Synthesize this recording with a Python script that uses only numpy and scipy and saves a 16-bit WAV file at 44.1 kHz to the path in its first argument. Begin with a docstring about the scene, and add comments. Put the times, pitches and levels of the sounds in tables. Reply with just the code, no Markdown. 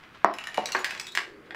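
"""Marbles work their way down a plastic marble run in a quiet dining room, heard from close by.
They rattle along, thud twice on the frame, tap on a track, click on levers and clack into chutes.
One pings on a thin part and skids, and one rolls on with a low hum. Each hit is a short push
that sets the plastic ringing, and the room answers with a brief echo."""
import sys
import numpy as np
from scipy import signal
from scipy.fft import rfft, irfft
from scipy.io import wavfile

SR = 44100
rng = np.random.default_rng(int(sys.argv[2]) if len(sys.argv) > 2 else 0)


def to_wav(s):
    """Save 16-bit WAV."""
    ch = np.atleast_2d(s).T  # columns
    pcm = np.round(np.clip(ch, -1, 1) * 32767)  # PCM
    wavfile.write(sys.argv[1], SR, pcm.astype(np.int16))


N = 68355
TIME_S = np.arange(N) / SR


def amp(db):
    """Turns decibels into a number to multiply by."""
    return 10 ** (np.asarray(db) / 20)


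def unit(x):
    """Scales a sound to an energy of one."""
    return x / np.sqrt(np.sum(x ** 2) + 1e-20)


def read(points, hz):
    """Reads between the rows of a table, with pitch spaced in octaves."""
    pitch_hz, value = np.transpose(points)
    return np.interp(np.log(hz + 1), np.log(pitch_hz + 1), value)


def add(mix, start_s, sound):
    """Mixes a sound in at its start time."""
    part = mix[round(start_s * SR):][:len(sound)]
    part += sound[:len(part)]


def coloured(x, colour):
    """Gives a sound a colour (its balance of low and high) and an average power of one."""
    gains = amp(read(colour, np.fft.rfftfreq(N, 1 / SR)))
    return unit(irfft(rfft(x) * gains, N)) * np.sqrt(N)


def pulse(spectrum_db, size=2048):
    """The shortest push with this spectrum, its energy packed at the start."""
    cepstrum = irfft(np.log(amp(spectrum_db)))
    cepstrum[1:size] *= 2
    cepstrum[size:] = 0
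    return irfft(np.exp(rfft(cepstrum)))[:size]


def tone(hz, fade_s, size=16384):
    """One ringing tone. Here and below, fade_s is the time to die away by 60 dB."""
    t = np.arange(size) / SR
    return unit(np.sin(2 * np.pi * hz * t) * amp(-60 * t / fade_s))


def dense_ring(fade_s, evenness=0.24, size=4096):
    """Many crowded tones that die quickly and blur into noise."""
    fade = amp(-60 * np.arange(size) / SR / fade_s)
    spectrum = rfft(rng.standard_normal(size) * np.sqrt(fade))
    evened = spectrum / (abs(spectrum) + 1e-12) ** evenness
    return unit(irfft(evened) * np.sqrt(fade))


def fuzzy_tone(hz, width_hz):
    """Noise gathered around a pitch that may move, with an average power of one."""
    shape = 1 / (1 + (2 * np.fft.fftfreq(N, 1 / SR) / width_hz) ** 2)
    flutter = np.fft.ifft(shape * np.exp(2j * np.pi * rng.random(N)))
    phase = 2 * np.pi * np.cumsum(hz * np.ones(N)) / SR
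    return unit((flutter * np.exp(1j * phase)).real) * np.sqrt(N)


# the room's echo: pitch_hz, fade_s, level_db
ROOM_ECHO = [(200, 0.36, 4.5), (545, 0.37, 2.5), (1330, 0.29, 2), (3730, 0.29, 1), (6960, 0.28, 1.5),
             (13100, 0.25, -0.5)]
def room(size=26000, gap_s=0.0022, build_s=0.0042, wall_s=0.0147, spread_s=0.0028):
    """Crowded echoes build up after a short gap, and the high ones die sooner."""
    t, table = np.arange(size) / SR, np.array(ROOM_ECHO)
    echoes = rng.standard_normal(size) * (rng.random(size) < 5000 / SR)
    hz, age_s, spectrum = signal.stft(echoes, SR, nperseg=256)
    fade_s = read(table[:, [0, 1]], hz)[:, None]
    level_db = read(table[:, [0, 2]], hz)[:, None]
    tail = signal.istft(spectrum * amp(level_db - 60 * age_s / fade_s), SR, nperseg=256)[1][:size]
    walls = amp(4 * np.exp(-((t - wall_s) / spread_s) ** 2))  # the nearest walls answer together
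    return unit(tail * walls * np.clip((t - gap_s) / build_s, 0, 1))


def hits(events, colour, tones, dense_fade_s, tones_db, spot_db, spot_fade_s, room_db, low_cut_hz,
         tilt_from_hz=350, swell_s=0):
    """Each hit is a sharp push, a dense ring and a few clear tones, followed by the room's echo."""
    out = np.zeros(N)
    hz = np.fft.rfftfreq(4096, 1 / SR)
    peak_hz = max(colour, key=lambda point: point[1])[0]
    low_cut = signal.butter(4, low_cut_hz, "high", fs=SR, output="sos")

    def hit(start_s, level_db, brightness, spot_hz, dense_share=0.98):
        """One knock on a spot that favours its own pitch."""
        tilt_db = lambda f: brightness * np.log2(np.maximum(f, tilt_from_hz) / peak_hz)
        boost_db = 4.5 * np.exp(-(np.log2((hz + 1) / spot_hz) / 0.061) ** 2)
        push = unit(pulse(read(colour, hz) + boost_db + tilt_db(hz)))
        shell = np.sqrt(dense_share) * dense_ring(dense_fade_s)
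        shell[0] += np.sqrt(1 - dense_share)  # the rest of the push passes straight through
        sound = amp(spot_db) * tone(spot_hz, spot_fade_s)
        for pitch_hz, tone_db, fade_s in tones:  # each rings a little differently from hit to hit
            gain = amp(tones_db + tone_db + 0.81 * tilt_db(pitch_hz) - 0.05 * rng.standard_normal())
            sign = rng.choice([-1, 1])
            sound += sign * gain * tone(pitch_hz * (1 + 0.0058 * rng.standard_normal()), fade_s)
        add(sound, 0, unit(signal.fftconvolve(push, shell)))
        if swell_s:  # small parts take a moment to start ringing
            swell = 1 - np.exp(-TIME_S[:len(sound)] / swell_s)
            sound = np.linalg.norm(sound) * unit(sound * swell)
        sound = signal.sosfilt(low_cut, sound)
        add(out, start_s, amp(level_db) * sound)
        add(out, start_s, amp(level_db + room_db) * signal.fftconvolve(sound, room()))

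    for row in events:
        hit(*row)
    return out


# colour of the room's background: pitch_hz, level_db
HUSH_COLOUR = [(25, -2.5), (130, 1.5), (300, 2.5), (600, -11.5), (1200, -1), (2200, -5.5), (4500, -22),
               (8000, -29), (16000, -33)]
def hush(level_db=-55.5):
    """The quiet room makes a faint, steady noise."""
    return amp(level_db) * coloured(rng.standard_normal(N), HUSH_COLOUR)


# how loud the rattle is: time_s, level_db
RATTLE_LEVELS = [(0, -51), (.13, -56.5), (.15, -49), (.2, -54.5), (.42, -51), (.7, -45), (.95, -44.5),
                 (1.1, -60), (1.4, -83), (1.46, -56), (1.55, -76)]
# colour of the rattle: pitch_hz, level_db
RATTLE_COLOUR = [(60, -26), (200, -16), (700, -5.5), (1200, -2), (2100, -4), (3200, -8), (6000, -18),
                 (9000, -33), (16000, -37)]
def rattle(bumps_per_s=1600, spread_db=3, treble_hz=4000):
    """Rolling marbles make a stream of tiny bumps on the tracks, brighter when they are harder."""
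    sizes = amp(spread_db * np.minimum(rng.exponential(1, N), 4)) * rng.standard_normal(N)
    bumps = coloured(sizes * (rng.random(N) < bumps_per_s / SR), RATTLE_COLOUR)
    bumps = (bumps + signal.fftconvolve(bumps, room())[:N]) / np.sqrt(2)
    dull = signal.filtfilt(*signal.butter(2, treble_hz, fs=SR), bumps)
    force = amp(np.interp(TIME_S, *np.transpose(RATTLE_LEVELS)))
    treble = (bumps - dull) * (force / force.max()) ** 0.8
    return force * (dull + treble)


# knocks on the frame: start_s, level_db, brightness_db_per_octave, pitch_hz, dense_share
THUDS = [(.2458, 14.5, 2, 674, 0.14), (0.58, 6.5, -17.5, 330, 0.62)]
# colour of a thud: pitch_hz, level_db
THUD_COLOUR = [(30, -28), (150, -38), (300, 3.5), (700, 12.5), (1100, 10.5), (1800, -1.5), (2700, -17.5),
               (5400, -26), (7000, -64.5), (16000, -87)]
# tones the frame rings with: pitch_hz, level_db, fade_s
FRAME_TONES = [(213.8, -11, 0.11), (305.4, -10, 0.047), (356, -9, 0.071), (429, -9.5, 0.05),
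               (543, -10, 0.053)]
def thuds():
    """The frame is knocked twice and rings low and hollow."""
    return hits(THUDS, THUD_COLOUR, FRAME_TONES, dense_fade_s=0.029, tones_db=-11,
                spot_db=-35, spot_fade_s=0.026, room_db=-8.5, low_cut_hz=180, tilt_from_hz=695)


# colour of the overload crack: pitch_hz, level_db
CRACK_COLOUR = [(1000, 1), (5700, -1), (8500, -21.5), (16000, -24)]
def overload_crack(below_thud_db=21):
    """A short, dry crack of overload at the start of the loud first thud."""
    out = np.zeros(N)
    start_s, thud_db, *_ = THUDS[0]
    crack = unit(pulse(read(CRACK_COLOUR, np.fft.rfftfreq(4096, 1 / SR))))
    add(out, start_s, amp(thud_db - below_thud_db) * crack)
    return out


# taps on the track: start_s, level_db, brightness_db_per_octave, pitch_hz
TAPS = [(.3384, -19.5, 5.5, 5210), (.3855, -10.5, 1, 2690), (.4394, -16.5, 3, 2910),
        (.4710, -11.5, 2.5, 1828), (.5438, -13, 3, 2950), (.5745, -7.5, 0.5, 2893), (.6880, -15.5, 2, 2730),
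        (.7906, -17.5, 6, 6870)]
# colour of a tap: pitch_hz, level_db
TAP_COLOUR = [(900, 10.5), (1800, 11), (2900, 6.5), (4500, -2.5), (7000, -9.5), (8600, -16), (10000, -11.5),
              (16000, -29)]
# tones the track rings with: pitch_hz, level_db, fade_s
TRACK_TONES = [(1868, -3, 0.067), (2353, -7, 0.045), (2730, -9.5, 0.035), (2935, -8, 0.045),
               (3920, -12, 0.031), (5200, -15, 0.023), (7020, -15.5, 0.0077)]
def taps():
    """A marble taps along a track, setting it ringing lightly."""
    return hits(TAPS, TAP_COLOUR, TRACK_TONES, dense_fade_s=0.033, tones_db=-2.5,
                spot_db=-3, spot_fade_s=0.056, room_db=-3.5, low_cut_hz=684)


# hits on the levers: start_s, level_db, brightness_db_per_octave, pitch_hz
CLICKS = [(.6567, -9.5, -0.5, 3890), (.7200, -11.5, 0, 2806), (.7280, -11, -8.5, 4260),
          (.7655, -22, 0.5, 4430)]
# colour of a click or a ping: pitch_hz, level_db
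CLICK_COLOUR = [(1300, -7), (2300, 1.5), (3200, -7), (4000, -5), (6000, -5.5), (7800, -6.5), (8800, -12.5),
                (16000, -18.5)]
# tones a lever rings with: pitch_hz, level_db, fade_s
LEVER_TONES = [(3910, -8, 0.017), (4350, -4, 0.018), (4740, -4, 0.011), (5760, -3, 0.013),
               (6340, -6.5, 0.013), (7520, -11, 0.0099)]
def clicks():
    """Marbles strike stiff little levers, which ring high and stop quickly."""
    return hits(CLICKS, CLICK_COLOUR, LEVER_TONES, dense_fade_s=0.026, tones_db=1.5,
                spot_db=0.5, spot_fade_s=0.028, room_db=-4, low_cut_hz=900, swell_s=0.00085)


# drops into chutes: start_s, level_db, brightness_db_per_octave, pitch_hz, dense_share
CLACKS = [(.7490, 0, -7, 1110, 0.91), (.7512, 1, -4.5, 396, 0.35), (.8446, 0.5, 7.5, 2475, 0.88),
          (.9075, -7.5, 6, 2550, 0.99), (.9500, -13, 4.5, 2860, 0.45), (1.1514, -3.5, 7.5, 2060, 0.71),
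          (1.1746, 4, 2.5, 1646, 0.18), (1.5080, -13, -2, 3330, 0.6), (1.5470, -12, -2.5, 1390, 0.7)]
# colour of a clack: pitch_hz, level_db
CLACK_COLOUR = [(60, -59), (350, -10), (1000, 0.5), (1350, -4.5), (1750, 9), (2800, -2.5), (4000, -9),
                (5100, -15.5), (7500, -24.5), (8600, -30), (16000, -45.5)]
# tones a chute rings with: pitch_hz, level_db, fade_s
CHUTE_TONES = [(372, -15, 0.16), (1125, -11, 0.034), (1620, -1.5, 0.03), (1817, -10, 0.22),
               (2900, -13, 0.061), (5010, -16, 0.012), (7500, -24.5, 0.0076)]
def clacks():
    """Marbles drop into chutes, which ring as they land."""
    return hits(CLACKS, CLACK_COLOUR, CHUTE_TONES, dense_fade_s=0.039, tones_db=-5,
                spot_db=-9, spot_fade_s=0.028, room_db=-3.5, low_cut_hz=245)


# hits on a thin part: start_s, level_db, brightness_db_per_octave, pitch_hz
PINGS = [(.9760, -19, -4.5, 4030), (.9974, -8, -2, 5080), (1.0675, -16.5, -1, 3420),
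         (1.1196, -27.5, 2, 3700)]
# tones the thin part rings with: pitch_hz, level_db, fade_s
THIN_PART_TONES = [(2574, -6, 0.049), (3400, -11, 0.039), (4430, -9, 0.025), (5040, -16, 0.025),
                   (5860, -11, 0.03), (7060, -8.5, 0.022), (7920, -8, 0.02)]
def pings():
    """Marbles lightly strike a thin part, which rings longer than the levers."""
    return hits(PINGS, CLICK_COLOUR, THIN_PART_TONES, dense_fade_s=0.039, tones_db=-1.5,
                spot_db=-0.5, spot_fade_s=0.011, room_db=-4, low_cut_hz=900, swell_s=0.00065)


def skid(start_s=1.068, level_db=-42.5, fade_s=0.55, pitch_hz=3640, rise_hz_per_s=3200):
    """A marble skids after its ping and keeps the thin part singing: a fuzzy ring that rises and fades."""
    age_s = np.maximum(TIME_S - start_s, 0)
    fade = (age_s > 0) * amp(level_db - 60 * age_s / fade_s)
    return fade * fuzzy_tone(pitch_hz + rise_hz_per_s * age_s, width_hz=380)


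# hum of a rolling marble, too faint to notice until late: time_s, level_db, pitch_hz
ROLL_HUM = [(0, -77, 344), (1.149, -61, 369.5), (1.279, -53.5, 364.5), (1.379, -56, 312),
            (1.55, -51.5, 336.5)]
# tones of the plastic shell under it: pitch_hz, width_hz, level_db
SHELL_TONES = [(400, 67, -3), (481, 220, -4)]
def roll():
    """A rolling marble hums, dipping in pitch as it slows, and stirs the shell's low tones."""
    time_s, level_db, pitch_hz = np.transpose(ROLL_HUM)
    hum = fuzzy_tone(np.interp(TIME_S, time_s, pitch_hz), width_hz=43)
    shell = sum(amp(db) * fuzzy_tone(hz, width_hz) for hz, width_hz, db in SHELL_TONES)
    return amp(np.interp(TIME_S, time_s, level_db)) * (hum + shell)


def scene():
    """Adds the hits, the quiet room and the moving marbles into one channel."""
    knocks = thuds() + overload_crack() + clacks() + taps() + clicks() + pings()
    return (knocks + hush() + skid() + rattle() + roll())[None]


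def record(dry, ceiling=1.0, top_hz=15750):
    """Flattens any peak above the ceiling, then removes the very highest treble."""
    clipped = np.clip(dry, -ceiling, ceiling)
    high_cut = signal.firwin(255, top_hz, window=("kaiser", 9), fs=SR)
    return signal.oaconvolve(clipped, high_cut[None], "same")


dry = scene()
out = record(dry)
to_wav(out)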